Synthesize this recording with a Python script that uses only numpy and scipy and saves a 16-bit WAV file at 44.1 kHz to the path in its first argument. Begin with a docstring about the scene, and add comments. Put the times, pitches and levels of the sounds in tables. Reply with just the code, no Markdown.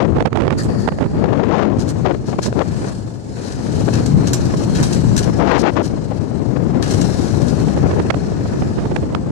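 """Coaster cart in a headwind

A cart rolls down tubular steel rails on an open hillside, a stereo microphone in the rider's hand.
Headwind buffets its two ports in turn. Under the roar the wheels hiss on the rails, clank over
the joints and set the hollow shell drumming, with chatter, scuffs and a thin bearing whirr.
The hardest gusts trip a limiter, which ducks the cart."""
import sys
import numpy as np
from scipy import signal
from scipy.fft import rfft, irfft
from scipy.io import wavfile
from scipy.ndimage import uniform_filter1d, map_coordinates

SR = 44100
rng = np.random.default_rng(int(sys.argv[2]) if len(sys.argv) > 2 else 0)


def dump(signal):
    """Clip the signal to [-1, 1] and save it as 16-bit WAV at the path in sys.argv[1]."""
    limited = np.clip(np.atleast_2d(signal).T, -1, 1)
    pcm = np.round(limited * 32767).astype(np.int16)
    wavfile.write(sys.argv[1], SR, pcm)


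N = 410571
TIME = np.arange(N) / SR
BINS = np.fft.rfftfreq(N, 1 / SR)


# Gusts that hit one port head-on: start_s, length_s, port (0 left, 1 right), level_db, eddy_hz
HEAD_ON_GUSTS = [(-.01, .07, 0, -7.5, 450), (.075, 0.071, 0, -9, 230), (.145, .085, 1, -13, 344.6),
                 (.212, .022, 0, -13, 300), (.251, .035, 1, -4.5, 400), (.335, .21, 1, -10.5, 389.9),
                 (.998, .072, 1, -11, 380.3), (1.21, .53, 0, -11.5, 360), (1.515, 0.13, 0, -10, 570),
                 (1.778, .022, 1, -11.5, 219.6), (2.055, 0.069, 0, -10.5, 490.4),
                 (2.27, .071, 0, -16, 300.2), (2.45, 0.039, 1, -14.5, 280), (2.559, 0.069, 0, -11, 330),
                 (2.755, .025, 0, -16, 169.8), (2.82, 0.094, 0, -19, 370), (3.36, .16, 0, -23.5, 330.2),
                 (4.13, .09, 0, -8, 150), (4.16, .04, 1, -14, 199.8), (4.761, .08, 1, -13.5, 290),
                 (4.97, .23, 0, -10, 185), (5.27, .03, 0, -5.5, 290), (5.39, .21, 0, -5, 490),
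                 (5.505, 0.071, 0, 0.5, 789.4), (5.628, 0.073, 0, -1, 539.8), (5.762, .056, 0, -7.5, 510.5),
                 (7.835, .035, 0, -3, 289.7), (7.96, 0.051, 0, -10.5, 309.7),
                 (8.774, .091, 1, -18.5, 280.4)]

def airflow(headwind, port, steady_hz=238.13, steady_at_db=-15, climb=.08):
    """Level and eddy rate at one port: the steady headwind, taken over by each ragged gust."""
    level_db, = follow(headwind)
    eddy_hz = steady_hz * gain_of(climb * (level_db - steady_at_db))
    ragged_db = flutter(60)
    for start, length, side, gust_db, gust_hz in HEAD_ON_GUSTS:
        if round(side) == port:
            hold = swell(start, length, rise_s=.01 + .17 * length, fall_s=.014 + .1201 * length)
            level_db += hold * (gust_db + ragged_db - level_db)
            eddy_hz += hold * (gust_hz - eddy_hz)
    return level_db, eddy_hz


# Single hard eddies that slap a port: time_s, port (0 left, 1 right), length_s, level_db, eddy_hz
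EDDY_SLAPS = [(.006, 0, .01, -4.5, 819), (.186, 1, 0.0049, -7.5, 580.3), (.207, 1, .0025, -9, 1400),
              (.225, 1, .0035, -7, 829), (.258, 1, .009, 1, 800.3), (.33, 1, .003, -6, 619),
              (.359, 1, .005, -9, 718.5), (.374, 1, .003, -2, 779), (.421, 1, .004, -6, 560),
              (.47, 1, .002, -6, 620), (.48, 1, .003, -2, 750), (.507, 1, .003, -10, 1400),
              (.878, 1, 0.0049, -3, 799), (.888, 1, .007, -3.5, 850.5), (.923, 1, .008, -13.5, 479.7),
              (.988, 1, .003, -14.5, 849.8), (1.016, 1, 0.00701, -11.5, 450), (1.043, 1, .008, -15, 560),
              (1.243, 0, .004, -9, 850.1), (1.335, 0, .008, -9, 560), (1.397, 0, .006, -7.5, 600),
              (1.437, 0, .005, -9, 620), (1.545, 0, .018, -8, 739.5), (2.064, 0, .016, -7, 850.6),
              (2.112, 0, .012, -8.5, 520), (2.149, 0, .005, -13.5, 479.8), (2.334, 0, .012, -12.5, 420.4),
              (2.391, 0, 0.0089, -8.5, 640), (2.528, 0, .003, -15.5, 620), (2.593, 0, .002, -8.5, 1100),
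              (2.617, 0, .014, -9, 800), (3.886, 0, .012, -6, 440.1), (4.542, 1, 0.0099, -12, 480),
              (5.415, 0, .025, -3.5, 539.8), (5.565, 0, .01, -1, 950.2), (5.675, 0, .03, -2, 740.2),
              (5.774, 0, .016, -8, 700), (6.12, 0, .015, -15.5, 420.2), (6.568, 0, .011, -11.5, 490.3),
              (7.6, 1, .015, -20, 449.7), (7.686, 1, .007, -12.5, 479.8), (7.775, 1, .012, -12, 419.9),
              (7.915, 1, .01, -10, 459.9), (8.0, 1, .01, -9, 560), (8.106, 1, .009, -2, 1700),
              (8.144, 1, .006, -9, 640), (8.458, 1, .008, -15.5, 450), (8.54, 1, .012, -17, 400),
              (8.624, 1, 0.0059, -9, 500), (8.787, 1, .016, -15, 500.1), (8.857, 1, .008, -15, 520.4),
              (8.919, 1, .012, -14, 440), (8.964, 1, .005, -15, 1800), (9.035, 1, .012, -15, 339.7),
              (9.15, 1, .0035, -11.5, 1550)]

def buffeting(headwind, port, gusty_db, surge_db):
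    """Pressure and eddy rate at one port, shaken by turbulence and sudden slaps."""
    level_db, eddy_hz = airflow(headwind, port)
    turbulence = flutter(45.04)
    pressure = gain_of(level_db) * unit_rms(gain_of(gusty_db * turbulence))
    eddy_hz = eddy_hz * gain_of(surge_db * (turbulence + .8 * flutter(219.5) - .246))
    for time, side, length, slap_db, slap_hz in EDDY_SLAPS:
        if round(side) == port:
            near = slice(max(round((time - 2 * length) * SR), 0), round((time + 2 * length) * SR))
            hold = np.exp(-((TIME[near] - time) / (.65 * length)) ** 2)
            pressure[near] += hold * (gain_of(slap_db) - pressure[near])
            eddy_hz[near] += hold * (slap_hz - eddy_hz[near])
    return pressure, eddy_hz


def roar(pressure, eddy_hz, steepness, low_hz, top_hz, crackle_db, snaps_per_s, headroom_db, cavity_db):
    """A frozen field of eddies sweeps past a port: the faster the air, the higher and harsher it is."""
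    grid = 64  # field samples per eddy
    fineness = BINS / SR * grid  # smaller eddies carry steeply less pressure
    field = unit_rms(filtered(rng.standard_normal(N), 1 / np.sqrt(1 + fineness ** steepness)))
    position = np.cumsum(eddy_hz) / SR * grid % (N - 1)
    swept = map_coordinates(field, [position], order=3, mode="nearest")
    ceiling = gain_of(headroom_db)  # the hardest buffets overload the membrane, which adds rasp
    rasping = ceiling * np.tanh(swept * pressure / ceiling)
    snaps = gain_of(crackle_db) * crackle(pressure, eddy_hz, snaps_per_s)
    port_band = 1 / np.sqrt((1 + (low_hz / (BINS + 1)) ** 4) * (1 + (BINS / top_hz) ** 24))
    lift_db = 1 + 1.5 * resonance(100, 83) + cavity_db * resonance(980, 700)  # bass hump, port cavity
    return filtered(rasping + snaps, port_band * gain_of(lift_db))


def crackle(pressure, eddy_hz, snaps_per_s, low_hz=950, bright_hz=1500):
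    """Fast eddies tear off the port's edge with dry snaps; slow air makes few and faint ones."""
    speed = eddy_hz / 500
    snaps = (rng.random(N) < snaps_per_s * speed ** 2 / SR) * rng.standard_normal(N)
    snaps = snaps * pressure * np.minimum(speed, 1) ** 2 * gain_of(5)
    band = BINS ** 2 / np.hypot(BINS ** 2, low_hz ** 2) / np.hypot(1, (BINS / bright_hz) ** 2)
    return filtered(snaps, 2 * band)


# Steady headwind on the left port: time_s, level_db
HEADWIND_LEFT = [(0, -12), (.13, -12), (.19, -17), (.3, -26), (.52, -22), (.63, -22), (.69, -12),
                 (.85, -17), (.93, -20), (1.07, -24), (1.17, -13), (1.95, -15.5), (2.17, -16), (2.24, -26),
                 (2.33, -19), (2.47, -27), (2.55, -17), (2.7, -17.5), (3.2, -26), (3.55, -21), (3.8, -12.5),
                 (4.5, -14), (5.25, -13), (5.72, -15), (6.1, -17), (6.7, -12), (7.8, -11.5), (8.3, -16.5),
                 (9.31, -18)]
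# Steady headwind on the right port, mostly in the lee: time_s, level_db
HEADWIND_RIGHT = [(0, -31), (.6, -18), (.74, -19), (.79, -27), (.85, -22), (1.09, -23), (1.15, -17),
                  (1.3, -24), (1.45, -37), (2, -27), (2.4, -23), (2.6, -32), (2.87, -26), (3.1, -40),
                  (3.7, -29), (4, -22), (4.7, -20), (5.1, -26), (5.9, -26), (6.5, -35), (6.85, -23),
                  (7.5, -28), (7.85, -19), (8.3, -22), (9.31, -20)]

def wind():
    """Each microphone port roars with its own turbulent air."""
    left = roar(*buffeting(HEADWIND_LEFT, port=0, gusty_db=1.03, surge_db=.65),
                steepness=4.335, low_hz=92, top_hz=7350,
                crackle_db=3, snaps_per_s=700, headroom_db=3.5, cavity_db=1.5)
    right = roar(*buffeting(HEADWIND_RIGHT, port=1, gusty_db=2.1, surge_db=1.23),
                 steepness=4.18, low_hz=72, top_hz=9940,
                 crackle_db=1, snaps_per_s=900, headroom_db=8, cavity_db=.3)
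    return left, right


# Loudness of the wheel hiss as it swells and dips: time_s, level_db
WHEEL_HISS_LEVEL = [(0, -50), (.3, -60), (.5, -59), (.6, -47), (.85, -50), (1.72, -57), (1.82, -46),
                    (2.2, -50), (2.87, -41), (3.05, -48), (3.27, -49), (3.5, -39), (3.57, -43.5),
                    (3.97, -37), (4.15, -44.5), (4.3, -38.5), (4.7, -39), (4.87, -33), (5, -38.5),
                    (5.3, -41), (5.95, -48), (6.81, -49), (6.84, -37.5), (6.96, -35), (7.25, -37.5),
                    (8.13, -45), (8.8, -45), (9.31, -51.5)]
# The hiss pans as the rider's hand swings: time_s, left_minus_right_db
HISS_PAN = [(0, -2), (.5, -4), (1.3, -1), (2.4, 4.5), (3.2, -2), (3.6, 3), (8.8, 4), (9.3, -1)]

def wheels(grit_per_s=260, sizzle_hz=9200, sizzle_climb=.42, sizzle_from_db=-43):
    """Wheels roll on the rail: a gritty hiss, brighter when louder, and a faint steel ring."""
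    hiss_db, = follow(WHEEL_HISS_LEVEL)
    pan_db, = follow(HISS_PAN)
    grit = (rng.random(N) < grit_per_s / SR) * rng.standard_normal(N)
    contact = noise_pair(.25) + .14 * unit_rms(grit)
    contact = contact * gain_of(hiss_db + 1 + 1.64 * flutter(40)) * pan(pan_db)
    hiss = wavering(wheel_colour(contact))
    treble = filtered(hiss, 1 - 1 / (1 + (BINS / sizzle_hz) ** 10))
    sizzle = treble * (gain_of(sizzle_climb * (hiss_db - sizzle_from_db)) - 1)
    return hiss + sizzle + gain_of(-24) * steel_ring(contact)


# Tone of the wheel noise at each port: frequency_hz, left_db, right_db
WHEEL_TONE = [(1270, 5, 8), (1640, 7.5, 0), (2060, 1.5, 3.5), (3020, 3, -1), (3430, 1, -1), (4020, 7, 0),
              (5160, 8, 3.5), (6020, 8, -5), (6550, 3, 5.5), (7450, 1.5, 6.5), (8070, -2.5, 6),
              (9260, -7, -1.5), (11140, -15, -6), (14800, -40, -37)]
# Hollow resonances of the rail tube and wheel housings: pitch_hz, width_hz, lift_db
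TUBE_RESONANCES = [(1470, 140, 5.5), (1680, 126, 7), (3150, 210, 0.5), (3800, 130, 2), (4220, 200, 4.5),
                   (5800, 240, 0.5), (8000, 240, 2.5), (10750, 300, 1)]

def wheel_colour(x, low_hz=450):
    """Rail tube and housings make the wheel noise hollow, with little bass."""
    hz, *ports_db = np.transpose(WHEEL_TONE)
    hollow_db = sum(db * resonance(centre, width) for centre, width, db in TUBE_RESONANCES)
    tone = np.array([colour(hz, db) for db in ports_db])
    bass_cut = BINS / np.hypot(BINS, low_hz)
    return filtered(x, unit_rms(tone * gain_of(hollow_db) * bass_cut))


def wavering(hiss, depth_db=2.15):
    """The colour of a hiss drifts: narrow bands come and go."""
    spectra = signal.stft(hiss, nperseg=512)[2]
    bands = uniform_filter1d(rng.standard_normal(spectra.shape), size=3, axis=1)
    patches = unit_rms(uniform_filter1d(bands, size=32, axis=2))
    return signal.istft(spectra * gain_of(depth_db * patches))[1][:, :N]


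# Ringing modes of the steel rail and wheel carriers: pitch_hz, level_db, t60_s
STEEL_MODES = [(1700, -5, .1), (2620, -5.5, 0.12), (2880, -7, 0.17), (3260, -8, 0.16), (3885, -4.5, 0.17),
               (4500, -10, .08), (5400, -1, .12), (5790, 0, .14), (6027, -1, .12), (6605, -3, .11),
               (7340, 3, 0.13), (7803, -6, .1), (8300, -6, 0.12), (8610, -3, .12), (10850, -13, .09),
               (11500, -14, .11), (12060, -18, .08), (13225, -19, .11)]

def steel_ring(contact):
    """Rolling contact keeps the steel's modes ringing."""
    age = TIME[:SR // 4]
    phases = rng.uniform(0, 2 * np.pi, (len(STEEL_MODES), 2, 1))
    ring = sum(gain_of(db - 60 * age / t60) * np.sin(2 * np.pi * hz * age + phase)
               for (hz, db, t60), phase in zip(STEEL_MODES, phases))
    return signal.oaconvolve(contact, ring / np.linalg.norm(ring[0]), axes=1)[:, :N]


# Wheels striking rail joints:
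# time_s, level_db, rise_s, rattle_t60_s, left_minus_right_db, ring_offset_db, ring_tilt_db_per_octave
JOINT_HITS = [(3.519, -38, 0.0078, .1, 7, -3, 0), (3.749, -42, 0.0079, .1, 5, -3, -3),
              (3.798, -36, .01, .1, 5, -2, -2), (3.932, -34.5, .012, .3, 10.5, 3, -11),
              (4.059, -32, .004, .11, 0, -3, 2), (4.271, -24.5, .002, .085, 4, -6, -1),
              (4.332, -17, .002, .075, -3, -3.5, 7), (4.45, -35, 0.0039, .1, 2, -5, 3),
              (4.571, -36, .008, .14, 0, -1, 1), (4.635, -38, 0.0082, .1, 2, -2, -4),
              (4.752, -31, .012, .28, 6, 3, -9), (4.828, -24, .003, .12, 2, 0, -0.5),
              (4.928, -28, .012, .14, 2, -2, -2), (5.165, -25, .006, .1, 4, 0, 1),
              (5.177, -22.5, .002, .11, 2, -1, 1), (5.229, -33, 0.0061, .13, 8.5, -2, -5),
              (6.825, -28.5, .005, .14, 6.5, -2, -8), (6.876, -37, 0.0081, 0.098, 6, 1, -12),
              (6.909, -28.5, .003, .09, 5, -2.5, 1), (6.936, -32, .006, .1, 5, -3, 0),
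              (7.012, -27.5, .004, .11, 5, -1.5, -1), (7.417, -39, 0.0059, 0.099, 7, -3, -2),
              (7.48, -36.5, .01, .26, 3, -8, 4), (7.599, -40, 0.0052, .1, 4, -5, 4)]

def joints(rattle_db=-2, ring_db=1, spot_db=4, pivot_hz=6000, detune=.006):
    """Each joint sets off a short rattle and rings the steel; the spot struck picks the modes."""
    age = TIME[:SR // 5]
    hz, mode_db, mode_t60 = np.transpose(STEEL_MODES)
    decay = gain_of(-60 * age / mode_t60[:, None])
    force, ring = np.zeros((2, 2, N))
    for time, db, rise, t60, balance_db, offset_db, tilt in JOINT_HITS:
        blow = pan(balance_db) * gain_of(db) * np.minimum(age / rise, 1)
        spot, phase, shift = rng.standard_normal((3, 2, len(hz)))
        pitch_hz = hz * (1 + detune * shift[0])  # no two joints ring alike
        modes = decay * np.exp(2j * np.pi * pitch_hz[:, None] * age)
        weights = gain_of(mode_db + tilt * np.log2(hz / pivot_hz) + spot_db * spot)
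        weights = 2 * weights / np.linalg.norm(weights) * np.exp(2j * np.pi * phase)
        add(force, time - rise / 2, blow * gain_of(-60 * np.maximum(age - rise / 2, 0) / t60))
        add(ring, time - rise / 2, blow * gain_of(offset_db) * (weights @ modes).real)
    return gain_of(rattle_db) * bright_rasp(force) + gain_of(ring_db) * ring


def bright_rasp(force, flutter_db=3):
    """Bright, fluttering contact noise, as loud as the force behind it."""
    rattle = force * noise_pair(.45) * gain_of(flutter_db * flutter(160))
    brightness = colour(hz=[1000, 4000, 7000, 10000, 14500], db=[.59, 3.6, 6.5, 4, 15])
    return filtered(wheel_colour(rattle), brightness)


# Boomy tone of the cart's shell: frequency_hz, level_db
SHELL_TONE = [(20, -31), (50, -15), (85, -6.5), (112, 7.5), (150, -10), (240, -9.5), (420, -12.5),
              (650, -18), (900, -24), (2000, -62.5), (5000, -97)]

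def shell_drumming(level_db=-30.5, hiss_share=.3, balance_db=1.5):
    """The cart's hollow shell drums, swelling a little with the wheel hiss."""
    hiss_db, = follow(WHEEL_HISS_LEVEL)
    swell_db = hiss_share * (hiss_db - hiss_db.mean())
    drum = unit_rms(filtered(noise_pair(.42), colour(*np.transpose(SHELL_TONE))))
    return drum * gain_of(level_db + swell_db + 1.6 * flutter(12)) * pan(balance_db)


# Wheel load through the long bend and two kinks in it: start_s, length_s, level_db
BEND_LOADS = [(3.72, 1.62, -22.5), (4.13, .07, -18.5), (5.03, 0.11, -22)]
# Low modes of the shell: pitch_hz, width_hz, level_db
DRONE_MODES = [(111, 27, 0), (138, 36, -1.5), (174.5, 35, 0), (234, 58, -7)]

def bend_drone(balance_db=6):
    """Pressed into the bend, the wheels drive the shell's low modes into a throbbing drone."""
    load = strokes(BEND_LOADS, rise_s=.1, fall_s=.08)
    return resonant_noise(DRONE_MODES, shared=.44) * load * pan(balance_db)


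# Runs of chatter on uneven rail: start_s, length_s, level_db
CHATTER_RUNS = [(2.63, .3, -45), (3.36, .45, -45), (3.93, 0.091, -37), (4.21, .07, -37.5),
                (4.49, .045, -39), (4.75, .11, -35), (6.825, 0.069, -33), (7.7, .45, -42), (8.2, 0.56, -45)]
# Hollow resonances of the chassis: pitch_hz, width_hz, level_db
CHASSIS_MODES = [(1000, 220, -7), (1280, 150, -4), (1500, 130, -2), (1720, 120, 2), (2450, 300, -11)]

def chatter(knocks_per_s=140, balance_db=5):
    """Loose parts knock in quick, uneven runs and sound the hollow chassis."""
    knocks = (rng.random(N) < knocks_per_s / SR) * np.sign(noise_pair(.4))
    body = sum(gain_of(db) / (1 + 2j * (BINS - hz) / width) for hz, width, db in CHASSIS_MODES)
    body = body * colour(hz=[300, 900, 2600, 5000], db=[-20, 1, -1, -20])
    ringing = unit_rms(filtered(unit_rms(knocks) + .5 * noise_pair(.4), body))
    return ringing * strokes(CHATTER_RUNS, rise_s=.015, fall_s=.036) * pan(balance_db)


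# Bright scuffs: start_s, length_s, level_db, left_minus_right_db
BRIGHT_SCUFFS = [(0.581, .028, -38, -3), (0.625, .028, -43.5, -12), (.79, 0.059, -48.5, 2),
                 (1.792, 0.039, -40, 7.5), (1.882, 0.027, -37.5, -2.5), (2.259, 0.068, -49, 10),
                 (2.423, .052, -33.5, 7), (2.86, 0.039, -48, 11), (3.44, .06, -49, 11),
                 (5.581, 0.036, -34, 10), (5.832, 0.056, -42.5, 5)]

def scuffs(trim_db=1.5):
    """Brief, bright rubbing noises that swell and fade without a ring."""
    force = sum(pan(balance_db) * gain_of(db) * swell(start, length, rise_s=.016, fall_s=.032)
                for start, length, db, balance_db in BRIGHT_SCUFFS)
    return gain_of(trim_db) * bright_rasp(force, flutter_db=2.5)


# Soft scrapes along the cart: start_s, length_s, level_db
SCRAPE_STROKES = [(.58, .035, -29), (.68, 0.24, -41.5), (.92, 0.29, -51)]
# Resonances that colour them: pitch_hz, width_hz, level_db
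SCRAPE_RESONANCES = [(1359, 377, 1), (1800, 176, 6), (4550, 450, 0), (5050, 700, -8), (6800, 550, -12),
                     (10074, 1000, -18)]

def scrape(balance_db=8):
    """Uneven friction sounds through a few broad resonances."""
    force = strokes(SCRAPE_STROKES, rise_s=.022, fall_s=.051)
    friction = resonant_noise(SCRAPE_RESONANCES, shared=.16)
    return friction * force * gain_of(2 * flutter(90)) * pan(balance_db)


# Thin, steady whirr of the wheel bearings: pitch_hz, width_hz, level_db
BEARING_MODES = [(1700, 120, 6), (4260, 200, 3.5), (5500, 250, -5), (6690, 210, 3), (8150, 220, -6),
                 (9300, 260, -7)]

def bearings(level_db=-59):
    """The bearings whirr through narrow resonances, heard wherever the hiss dips."""
    return resonant_noise(BEARING_MODES, shared=.4) * gain_of(level_db + 1.5 * flutter(12))


def gain_of(db):
    """Decibels to amplitude."""
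    return 10 ** (np.asarray(db) / 20)


def unit_rms(x):
    """Scales to an rms of 1."""
    return x / np.sqrt(np.mean(x ** 2) + 1e-20)


def follow(rows):
    """The columns of a timed curve at every sample."""
    times, *columns = np.transpose(rows)
    return [np.interp(TIME, times, column) for column in columns]


def filtered(x, gain):
    """Applies one gain for each frequency bin."""
    return irfft(rfft(x) * gain, N)


def colour(hz, db):
    """An EQ curve through a few points."""
    return gain_of(np.interp(np.log(BINS + 1), np.log(hz), db))


def resonance(hz, width_hz):
    """The curve of one resonance, 1 at its centre."""
    return 1 / (1 + (2 * (BINS - hz) / width_hz) ** 2)


def flutter(rate_hz):
    """Smooth random motion of rms 1, up to the given rate."""
    return unit_rms(filtered(rng.standard_normal(N), 1 / (1 + (BINS / rate_hz) ** 4)))


def pan(balance_db):
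    """Left and right gains for a left-minus-right level."""
    return gain_of(np.array([[.5], [-.5]]) * balance_db)


def noise_pair(shared):
    """White noise for two ports, with a fraction of its power shared."""
    return np.sqrt(shared) * rng.standard_normal(N) + np.sqrt(1 - shared) * rng.standard_normal((2, N))


def resonant_noise(modes, shared):
    """Stereo noise through a bank of resonances, at an rms of 1."""
    body = sum(gain_of(db) * resonance(hz, width) for hz, width, db in modes)
    return unit_rms(filtered(noise_pair(shared), body))


def swell(start_s, length_s, rise_s, fall_s):
    """Rises around the start, holds at up to 1, and falls around the end."""
    return np.clip(np.minimum((TIME - start_s) / rise_s, (start_s + length_s - TIME) / fall_s) + .5, 0, 1)


def strokes(rows, rise_s, fall_s):
    """The summed envelope of a few swells."""
    return sum(gain_of(db) * swell(start, length, rise_s, fall_s) for start, length, db in rows)


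def add(mix, start_s, sound):
    """Mixes a stereo sound in at a time."""
    part = mix[:, round(start_s * SR):][:, :sound.shape[1]]
    part += sound[:, :part.shape[1]]


def limiter(x, thresholds_db=(-13.5, -15.5), ratio=3.8, recover_db_per_s=201, lag_s=.0037, sense_hz=260):
    """A hard gust on either port turns both down, so the cart ducks; deep bass counts less."""
    sidechain = filtered(x, BINS ** 2 / np.hypot(BINS ** 2, sense_hz ** 2))
    power_db = 10 * np.log10(abs(uniform_filter1d(sidechain ** 2, size=900)) + 1e-12)
    over_db = np.maximum((power_db - np.array(thresholds_db)[:, None]).max(axis=0), 0)
    recovery = recover_db_per_s * TIME
    held_db = uniform_filter1d(np.maximum.accumulate(over_db + recovery) - recovery, size=300)
    late_db = np.interp(TIME - lag_s, TIME, held_db)  # lets the first instant of a slap through
    return x / gain_of((1 - 1 / ratio) * late_db)


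def scene():
    """Each port has its own wind; the cart reaches both, the right a moment later."""
    left, right = wind()
    cart = (wheels() + bearings() + shell_drumming() + bend_drone()
            + joints() + chatter() + scuffs() + scrape())
    lag_samples = 14
    return np.array([left + cart[0], right + np.pad(cart[1], (lag_samples, 0))[:N]])


def record(dry):
    """The limiter, peaks rounded off near full scale, 3 ms fades at the ends, then a low-pass."""
    held = limiter(dry)
    rounded = held / (1 + held ** 12) ** (1 / 12)
    fades = np.minimum(np.minimum(TIME, TIME[::-1]) / .003, 1)
    lowpass = signal.firwin(511, cutoff=15200, window=("kaiser", 9), fs=SR)
    return signal.oaconvolve(rounded * fades, lowpass[None], "same")


dry = scene()
out = record(dry)
dump(out)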